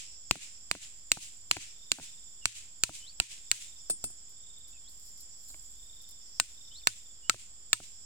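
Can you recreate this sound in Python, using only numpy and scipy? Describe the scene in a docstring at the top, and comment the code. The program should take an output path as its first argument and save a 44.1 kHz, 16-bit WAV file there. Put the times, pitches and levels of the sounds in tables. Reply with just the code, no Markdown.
"""Sharp knocks, an arm's length from a stereo microphone: the flat of a long steel blade drives thin
wooden stakes into forest soil. Each blow cracks, rings stake and blade and comes back from the trees;
many rebound. Between the two stakes the blade is laid down, scraping and ringing, and dry leaves crunch.
Farther off a bird whistles, a cricket trills and cicadas buzz over the wash of the forest.
A limiter ducks everything under the loud blows."""
import sys
import numpy as np
from scipy import signal
from scipy.fft import rfft, irfft
from scipy.io import wavfile
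from scipy.ndimage import uniform_filter1d, minimum_filter1d

SR = 44100
rng = np.random.default_rng(int(sys.argv[2]) if len(sys.argv) > 2 else 0)


def store_pcm(level_fs):
    """Save levels as 16-bit WAV."""
    pcm = np.round(np.clip(level_fs, -1, 1) * 32767).astype(np.int16)
    wavfile.write(sys.argv[1], SR, np.atleast_2d(pcm).T)


N = 355005

# Blade on stake, close up: (time [s], crack level [dB], extra weight [dB], extra body [dB],
# extra brightness [dB], air puff re crack [dB], stake pitch [Hz], stake ring re crack [dB], pan [dB]).
# Pan is left minus right throughout.
BLOWS = [(-.09, -27, -7, -5, -3, -19, 1370, -24, -2), (0.3107, -4, 11.5, 2, -1.5, -14, 1400, -34.5, 3.5),
         (0.713, -7.5, 5, 5, -1, -41, 1450, -23.5, -5), (1.1175, -3.5, 2.5, -9, 1.5, -19.5, 1300, -27, 0),
         (1.512, -4, -3, 5.5, -3.5, -36, 1300, -48, 1.5), (1.9172, -5, 1.8, 3, 1, -29, 1320, -21, -3.5),
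         (2.4559, -4.5, -3, 2.5, -1.3, -14.5, 1440, -24, -1),
         (2.836, -1.5, -17, -6.5, 1, -18, 1356, -18.5, -2), (3.2, -3, 4.5, 1, -1.5, -12.5, 1357, -12, -4.5),
         (3.5146, -9, -5.5, 2.5, 2, -24.5, 1360, -12, -1.5),
         (6.3993, -15, -0.5, 5, 2.5, -30, 1300, -7.5, -1),
         (6.8718, -13, -8.5, 1.5, 0.5, -43.5, 1292, -3, -3), (7.2964, -8, -6.5, -5, 0.3, -32, 1320, -4, 4),
         (7.7308, -6.5, -4, -5, 1.5, -37, 1280, -11, 3.5)]
# Noise bands of a contact: (centre [Hz], t60 [s])
CRACK_BANDS = [(330, 0.082), (700, 0.013), (1400, 0.012), (2500, 0.015), (4300, 0.025), (7500, 0.027),
               (13000, 0.026)]
# A blow in those bands: (usual level [dB], share of weight [-], of body [-], of brightness [-])
BLOW_COLOUR = [(-19, 1.0, 0.099, -0.5), (-17.5, 1.0, 0.073, 1), (-8.5, 0.14, 0.97, 0.5), (1, 0.16, 0, 0),
               (0.07, 0.062, 0.014, 0.85), (2, 0, 0.078, 1.2), (-20.5, 0.021, 0, 3)]
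# Ring of the wood: (multiple of stake pitch [-], level [dB], t60 [s])
STAKE_MODES = [(1, 0, .028), (1.15, -14, .06), (1.36, -1, .022), (2.1, -3, .025), (2.85, -2, .02)]
# Rings of the free steel, its handle and the soil: (frequency [Hz], relative level [dB], t60 [s])
BLADE_MODES = [(2654, -18, .07), (3483, -22, .09), (4587, -12, .085), (5308, -13, .09), (6250, -20, .07),
               (7267, -8, .16), (8332, 2, .15), (9485, -17, .05), (10770, -13, .065), (11080, -13, .07),
               (12020, -16, .08), (13290, -11, .045), (14740, -16, .1)]
HANDLE_MODES = [(970, 0, .1)]
SOIL_MODES = [(105.2, -35.5, 0.27)]
# Return from the trunks all round: (delay [s], relative level [dB])
ECHO_SHAPE = [(.012, 4.5), (.06, 3.5), (.11, -5), (.2, -18.5), (.45, -47.5)]
# Its spectrum: (frequency [Hz], relative level [dB])
ECHO_COLOUR = [(300, -26), (1200, -19), (2500, -4), (5500, -6.5), (7500, -1), (9000, -3.5), (10500, -8.5),
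               (13000, -14.5)]
# The blade falls back or bumps the stake: (time [s], level [dB], brightness [dB], pan [dB])
REBOUNDS = [(0.355, -33, 0, -0.5), (0.751, -32, -1, 1), (1.171, -32, -23, 0), (1.567, -30, 3, 3.5),
            (1.985, -32, -27, -1), (1.997, -36, -5, -1), (2.893, -29.5, -25, -0.5), (3.587, -60.5, 11, -2),
            (5.543, -57.5, 7, 0), (7.343, -41, -5, -1), (7.801, -41.5, -10, -2)]
# The blade touches the ground: (time [s], scrape [dB], ring [dB], thud [dB], contact length [s])
GROUND_TOUCHES = [(3.898, -46, -31, -42.5, 0.0018), (3.8992, -47, -28, -40.5, 0.0029),
                  (3.904, -33, -47, -55.5, 0.0069), (4.0405, -31.5, -31, -42, 0.0032),
                  (4.102, -65, -51, -61, 0.0032), (5.501, -49, -58, -65, 0.0068)]
# Dry leaves and twigs underfoot: (time [s], level [dB], pan [dB], decay time [s])
CRUNCHES = [(4.293, -57, 4, 0.015), (4.584, -60, 0, 0.0094), (4.678, -54, -2.5, 0.02),
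            (4.888, -57.5, -2, 0.038), (4.996, -60, 2.5, 0.007), (5.175, -56.5, 0.5, 0.03),
            (5.205, -50.5, 1, 0.017), (5.484, -54, -5, 0.022), (6.017, -56, -8, 0.012),
            (6.089, -51, 5, 0.0075), (6.108, -50.5, -1.0, 0.0068)]
# Faint crackle of the leaf litter: (time [s], level [dB])
RUSTLE_LEVEL = [(0, -84), (2.0, -70), (2.75, -78), (4.1, -70), (4.3, -82), (4.9, -78), (5.07, -57),
                (5.25, -81), (5.45, -60.5), (6.15, -71), (7.0, -67.5), (7.35, -85.5), (8.05, -73)]
# Spectrum of the leaves: (frequency [Hz], relative level [dB])
LEAF_COLOUR = [(2350, -73.5), (4000, -15), (5380, -5), (6470, -20), (7530, -19.5), (8160, -7.5),
               (14400, -12.5), (16000, -20)]
# Bird in the trees: (time [s], length [s], first pitch [Hz], last pitch [Hz],
# share held before the glide [-], level at the end [dB])
BIRD_NOTES = [(2.412, 0.033, 2900, 2740, .3, -55.5), (2.999, 0.11, 3016, 4670, 0.38, -51.5),
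              (3.105, 0.023, 3030, 2375, .4, -68.5), (4.724, 0.052, 2680, 2520, 0.35, -64),
              (4.839, 0.06, 3310, 4750, 0.48, -56.5), (6.705, 0.089, 2956, 4470, .05, -53),
              (6.799, 0.023, 2990, 2363, 0.37, -66), (7.224, 0.068, 2900, 2970, .3, -57)]
# Cricket: (time of a chirp near the top of the swell [s], level [dB], time to fade by 10 dB [s])
TRILLS = [(1.901, -60.5, 0.42), (3.575, -61, .3), (4.542, -60.5, .25), (5.935, -61, .3),
          (6.685, -59.5, 0.41)]
# Cicadas, the narrow bands single near singers: (centre [Hz], width [Hz], level [dB], pan [dB])
CICADA_BANDS = [(7040, 410, -69.5, -20), (7100, 19, -61.5, -2), (6710, 41, -73.5, -6.5),
                (7420, 290, -60.5, -14), (7756, 80, -60, -1.5), (10200, 1000, -75, 0)]
# Swell of that chorus: (time [s], gain [dB])
CICADA_SWELL = [(0, 2), (1.9, -1), (2.15, 1.9), (3.0, -1), (3.55, 2), (4.8, 0.3), (5.65, 2.5), (6.0, -1.5),
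                (7.7, 0), (8.05, 1)]
# Cicadas singing lower: (time [s], level [dB])
LOW_CICADA_LEVEL = [(0, -57.5), (0.6, -60.5), (1.05, -69), (1.95, -58), (2.8, -70), (3.3, -60),
                    (4.1, -60.5), (4.6, -69.5), (5.2, -58.5), (5.7, -65), (6.4, -58), (7.6, -69.5),
                    (8.05, -57.5)]
# Far wash of the forest: (frequency [Hz], relative level [dB])
WASH_COLOUR = [(12, -27), (20, -16.5), (49, -12), (305, -29), (2810, -34.5), (3420, -22), (3940, -36),
               (4410, -29), (5210, -17.5), (6170, -41), (7300, -14), (8410, -71.5), (10200, -68),
               (15200, -30), (16500, -76.5)]
# How alike the wash is left and right: (frequency [Hz], correlation [-])
WASH_LIKENESS = [(60, 1.0), (180, 0.75), (550, 0.06), (1650, -0.072), (4970, -0.24), (15000, -0.6)]
# Distant rumble: (time [s], level [dB])
RUMBLE_LEVEL = [(0, -74.5), (1.2, -71.5), (1.6, -90), (2.6, -94), (2.9, -74), (3.6, -72), (4.05, -79),
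                (4.7, -72.5), (5.85, -62.5), (6.15, -76), (6.8, -67), (7.55, -70.5), (8.05, -78)]

GRIPPED_DB, PUFF_PAN_DB = -30.5, 7.5  # blade ringing in the fist; the puff favours the left microphone
SECOND_STAKE_S, ECHO_DB = 5, (-40.5, -57)  # the short stake is driven hard, the slender second one tapped
TRILL_HZ, TRILL_RISE_S, TRILL_TOP_S = 3607, .24, .03  # the swell peaks just after the listed chirp
CHIRPS_PER_S, SLOWING_PER_S2, SLOWEST_PER_S = 28, 23.4, 20.6  # every trill starts brisk and tires
CHIRP_FALL, SOFT_SAG_HZ_PER_DB = 0.055, 11.5  # share of pitch lost in a chirp; soft chirps sit lower
NOTE_SWELL_DB, WASH_DB = 9, -71.5
CEILING_DB, RELEASE_DB_PER_S, EDGE_HZ = -1.5, 446.0, 16700
DC_OFFSET = 0.0027  # steady voltage of the microphone stage


def blows():
    """Steel on wood at arm's length: a crack, a puff of air, ringing parts, the echo and the rebounds."""
    out, t = np.zeros((2, N)), np.arange(SR // 2) / SR
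    puff = (t / 0.0019 - 1) * np.exp(-t / 0.0024) * np.minimum(t / 0.00082, 1)  # short suck, slow push
    # the fist damps the steel
    gripped = [(hz, db - 2.2 * (hz - 7000) / 1000, .7 * t60) for hz, db, t60 in BLADE_MODES]
    for s, db, *colour_db, puff_db, stake_hz, stake_db, pan in BLOWS:
        bands_db = np.dot(BLOW_COLOUR, [1, *colour_db])
        stake = [(ratio * stake_hz, level, t60) for ratio, level, t60 in STAKE_MODES]
        add(out, s, gain_of(db) * sides(pan) * crack(bands_db, rise_s=0.00029, shared=0.5))
        add(out, s, gain_of(db + puff_db) * sides(PUFF_PAN_DB) * puff / abs(puff).max())
        add(out, s, gain_of(db) * ring(SOIL_MODES, spread_db=0.5).mean(0))
        add(out, s, gain_of(db + stake_db) * ring(stake, spread_db=3))
        add(out, s, gain_of(GRIPPED_DB) * ring(gripped, spread_db=4))
        add(out, s, tree_echo(t, bands_db, db, far_db=ECHO_DB[int(s > SECOND_STAKE_S)]))
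        add(out, s, gain_of(db - 36) * ring(HANDLE_MODES, spread_db=3))
    for s, db, bright, pan in REBOUNDS:
        bands_db = [0, 2.5, -3, bright, bright - 8, bright - 12, -40]
        add(out, s, gain_of(db) * sides(pan) * crack(bands_db, rise_s=0.0018, shared=0.97, stretch=0.92))
        add(out, s, gain_of(db - 20) * ring(HANDLE_MODES, spread_db=3))
    return out


def crack(bands_db, rise_s, shared, stretch=1):
    """One sharp contact and a burst of noise in bands, each dying at its own speed."""
    t = np.arange(4096) / SR
    noise = rng.standard_normal((3, len(t)))
    noise[0, round(1.3 * rise_s * SR)] += 5.18 / stretch  # the contact itself
    common = np.array([noise[0], np.roll(noise[0], shift=5)])  # reaches the right microphone later
    pair = shared * common + np.sqrt(1 - shared ** 2) * noise[1:]
    attack = 1 - np.exp(-(t / rise_s) ** 2)
    spike = 1 + 5.7 * np.exp(-t / (stretch * 0.0014))
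    out = 0
    for db, (centre, t60) in zip(bands_db, CRACK_BANDS):
        passband = [(hz, 0 if hz == centre else -40) for hz, _ in CRACK_BANDS]
        envelope = attack * gain_of(-60 * t / (stretch * t60)) * spike
        burst = coloured(pair, passband) * envelope
        burst /= np.linalg.norm(burst, axis=1, keepdims=True)
        out += gain_of(db) * burst * np.linalg.norm(envelope / envelope.max())
    return out


def ring(modes, spread_db):
    """Dying sines; where the blow lands sets each strength, and each microphone gets its own phase."""
    hz, db, t60 = np.transpose(modes)[:, :, None]
    t = np.arange(9000) / SR
    strength = gain_of(db + spread_db * rng.standard_normal(hz.shape) - 60 * t / t60)
    sines = np.sin(2 * np.pi * (hz * t + rng.random((2, len(modes), 1))))
    return (strength * sines).sum(1) * np.minimum(t / 0.00017, 1)


def tree_echo(t, bands_db, blow_db, far_db):
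    """A blow scatters back from far trunks, and from litter, legs and bushes within a few metres."""
    scatter = rng.standard_normal((2, len(t))) * gain_of(2.5 * rng.exponential(1, len(t)))
    blow_colour = [(hz, .5 * db) for (hz, _), db in zip(CRACK_BANDS, bands_db)]
    scatter = coloured(coloured(scatter, ECHO_COLOUR), blow_colour)
    far = gain_of(far_db + np.interp(t, *np.transpose(ECHO_SHAPE), left=-80))
    near = gain_of(blow_db - 27.5 - 60 * t / 0.41)
    return np.hypot(far, near) * unit_rms(scatter)


def blade_laid_down():
    """On the ground close by, the free blade scrapes grit and rings longer than in the fist."""
    out = np.zeros((2, N))
    for s, scrape_db, ring_db, thud_db, length in GROUND_TOUCHES:
        low_db = [thud_db + 3.5, thud_db, thud_db - 3]
        grit_db = [scrape_db - 21.5, scrape_db - 4, scrape_db + 0.5, scrape_db - 14]
        add(out, s, crack(low_db + grit_db, rise_s=length / 4, shared=0.96, stretch=length / 0.0017))
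        add(out, s, gain_of(ring_db) * ring(BLADE_MODES, spread_db=2))
    return out


def leaves():
    """The forest floor crunches in many tiny snaps, over a faint crackle."""
    level = gain_curve(RUSTLE_LEVEL) * np.ones((2, 1))
    for s, db, pan, decay_s in CRUNCHES:
        t = np.arange(0, 5 * decay_s, 1 / SR)
        add(level, s, gain_of(db) * sides(pan) * np.exp(-t / decay_s))
    sizes = gain_of(2.2 * np.minimum(rng.exponential(1, (2, N)), 4))
    snapping = rng.random((2, N)[1]) < 5000 / SR  # snaps a second
    snaps = sizes * snapping * rng.standard_normal((2, N))
    filter_gain = coloured(snaps, LEAF_COLOUR).std() / snaps.std()
    return coloured(level * unit_rms(snaps), LEAF_COLOUR) / filter_gain


def bird():
    """Near-pure whistles that glide and grow louder, smeared a little by the trees."""
    out = np.zeros((2, N))
    for s, length, first_hz, last_hz, held, db in BIRD_NOTES:
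        progress = np.arange(0, 1, 1 / (length * SR))
        glide = np.sin(np.pi / 2 * np.clip((progress - held) / (1 - held), 0, 1)) ** 2
        hz = first_hz + (last_hz - first_hz) * glide
        note = np.sin(2 * np.pi * np.cumsum(hz) / SR) * signal.windows.tukey(len(hz), .2)
        note *= flutter(len(hz), depth_db=3, smoothing=200)  # leaves in the path
        add(out, s, np.sqrt(2) * gain_of(db + NOTE_SWELL_DB * (progress - 1)) * note)
    tail = rng.standard_normal((2, 5000)) * gain_of(-60 * np.arange(5000) / SR / .15)
    smear = signal.fftconvolve(out, tail / np.linalg.norm(tail[0]), axes=1)[:, :N]
    return out + gain_of(-5) * smear


def cricket():
    """Trills of short falling chirps that swell, slow down and fade; the loudest trill sets the beat."""
    level, cycles, soft_db = np.zeros((3, N))
    t = np.arange(N) / SR
    for s, db, fade_s in TRILLS:
        since_top = t - s - TRILL_TOP_S
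        under_db = 10 * (since_top / np.where(since_top < 0, TRILL_RISE_S, fade_s)) ** 2
        swell = gain_of(db - under_db)
        soft_db = np.where(swell > level, np.minimum(under_db, 20), soft_db)
        count = np.cumsum(np.maximum(CHIRPS_PER_S - SLOWING_PER_S2 * (t - s), SLOWEST_PER_S)) / SR
        cycles = np.where(swell > level, count - count[round(s * SR)], cycles)
        level = np.maximum(level, swell)
    phase = (cycles + .5) % 1 - .5
    chirps = .25 + np.exp(-(phase / .25) ** 2)  # the trees fill the gaps
    hz = (TRILL_HZ - SOFT_SAG_HZ_PER_DB * soft_db) * (1 - CHIRP_FALL * phase)
    return level * unit_rms(chirps * band(rng.standard_normal((2, N)), hz, width_hz=170))


def cicadas():
    """A chorus buzzes in steady bands, mostly off to the right; a lower group throbs."""
    out = sum(gain_of(db) * sides(pan) * unit_rms(band(rng.standard_normal((2, N)), hz, width))
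              for hz, width, db, pan in CICADA_BANDS) * gain_curve(CICADA_SWELL)
    throb = flutter(N, depth_db=2.5, smoothing=1500)
    lower = unit_rms(throb * band(rng.standard_normal((2, N)), hz=5354, width_hz=650))
    out += gain_curve(LOW_CICADA_LEVEL) * sides(-2.5) * lower
    out[1] -= 0.13 * out[0]  # from far to the side, the two microphones get partly opposite pressure
    return out


def forest():
    """The far wash of the woods, alike in both microphones only in the bass, and a distant rumble."""
    left, unrelated = rfft(rng.standard_normal((2, N)))
    likeness = np.clip(per_bin(WASH_LIKENESS, N), -1, 1)
    right = likeness * left + np.sqrt(1 - likeness ** 2) * unrelated
    wash = coloured(irfft(np.array([left, right]), N), WASH_COLOUR)
    wash /= coloured(wash, [(199, -80), (200, 0), (2500, 0), (2501, -80)]).std()  # midrange to rms 1
    rumble = unit_rms(band(rng.standard_normal(N), hz=37, width_hz=30))
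    return gain_of(WASH_DB) * wash + gain_curve(RUMBLE_LEVEL) * rumble


def gain_of(db):
    """dB to a factor."""
    return 10 ** (np.asarray(db) / 20)


def gain_curve(points):
    """A gain per sample from (time [s], level [dB])."""
    return gain_of(np.interp(np.arange(N) / SR, *np.transpose(points)))


def sides(pan_db):
    """Left and right gains."""
    return gain_of([[pan_db / 2], [-pan_db / 2]])


def unit_rms(x):
    """Scales to rms 1."""
    return x / np.sqrt(np.mean(x ** 2) + 1e-20)


def flutter(n, depth_db, smoothing):
    """A randomly wavering gain; smoothing is in samples."""
    return gain_of(depth_db * unit_rms(uniform_filter1d(rng.standard_normal(n), smoothing)))


def add(mix, s, sound):
    """Mixes a sound in from time s, which may lie before the start."""
    at = round(s * SR)
    sound = sound[..., max(-at, 0):]
    part = mix[:, max(at, 0):][:, :sound.shape[-1]]
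    part += sound[..., :part.shape[1]]


def per_bin(points, n):
    """Reads a table on a log-frequency axis at the FFT bins of n samples."""
    hz, value = np.transpose(points)
    return np.interp(np.log(np.fft.rfftfreq(n, 1 / SR) + 1), np.log(hz + 1), value)


def coloured(x, points):
    """Filters by (frequency [Hz], level [dB])."""
    n = x.shape[-1]
    return irfft(rfft(x) * gain_of(per_bin(points, n)), n)


def band(x, hz, width_hz):
    """A steep resonance: shifts hz down to zero, smooths twice and shifts back."""
    carrier = np.exp(2j * np.pi * np.cumsum(hz * np.ones(x.shape[-1])) / SR)
    pole = np.exp(-np.pi * width_hz / SR)
    return (carrier * signal.lfilter([1], np.convolve([1, -pole], [1, -pole]), x / carrier)).real


def scene():
    """All sources at the microphones."""
    return blows() + blade_laid_down() + leaves() + forest() + cicadas() + cricket() + bird()


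def record(dry):
    """A limiter sees each peak coming, holds the gain down and lets go quickly; then a low-pass."""
    over_db = np.maximum(20 * np.log10(abs(dry).max(0) + 1e-9) - CEILING_DB, 0)
    hold, ahead = round(.082 * SR), round(0.0019 * SR)
    span = hold + ahead
    held_db = -minimum_filter1d(-np.pad(over_db, (hold, ahead)), span + 1)[span // 2:][:N]
    release_db = np.arange(N) * RELEASE_DB_PER_S / SR
    duck_db = np.maximum.accumulate(held_db + release_db) - release_db
    limited = (dry + DC_OFFSET) / gain_of(uniform_filter1d(duck_db, ahead))
    low_pass = signal.firwin(511, EDGE_HZ, window=("kaiser", 9), fs=SR)
    return signal.oaconvolve(limited, low_pass[None], "same")


dry = scene()
out = record(dry)
store_pcm(out)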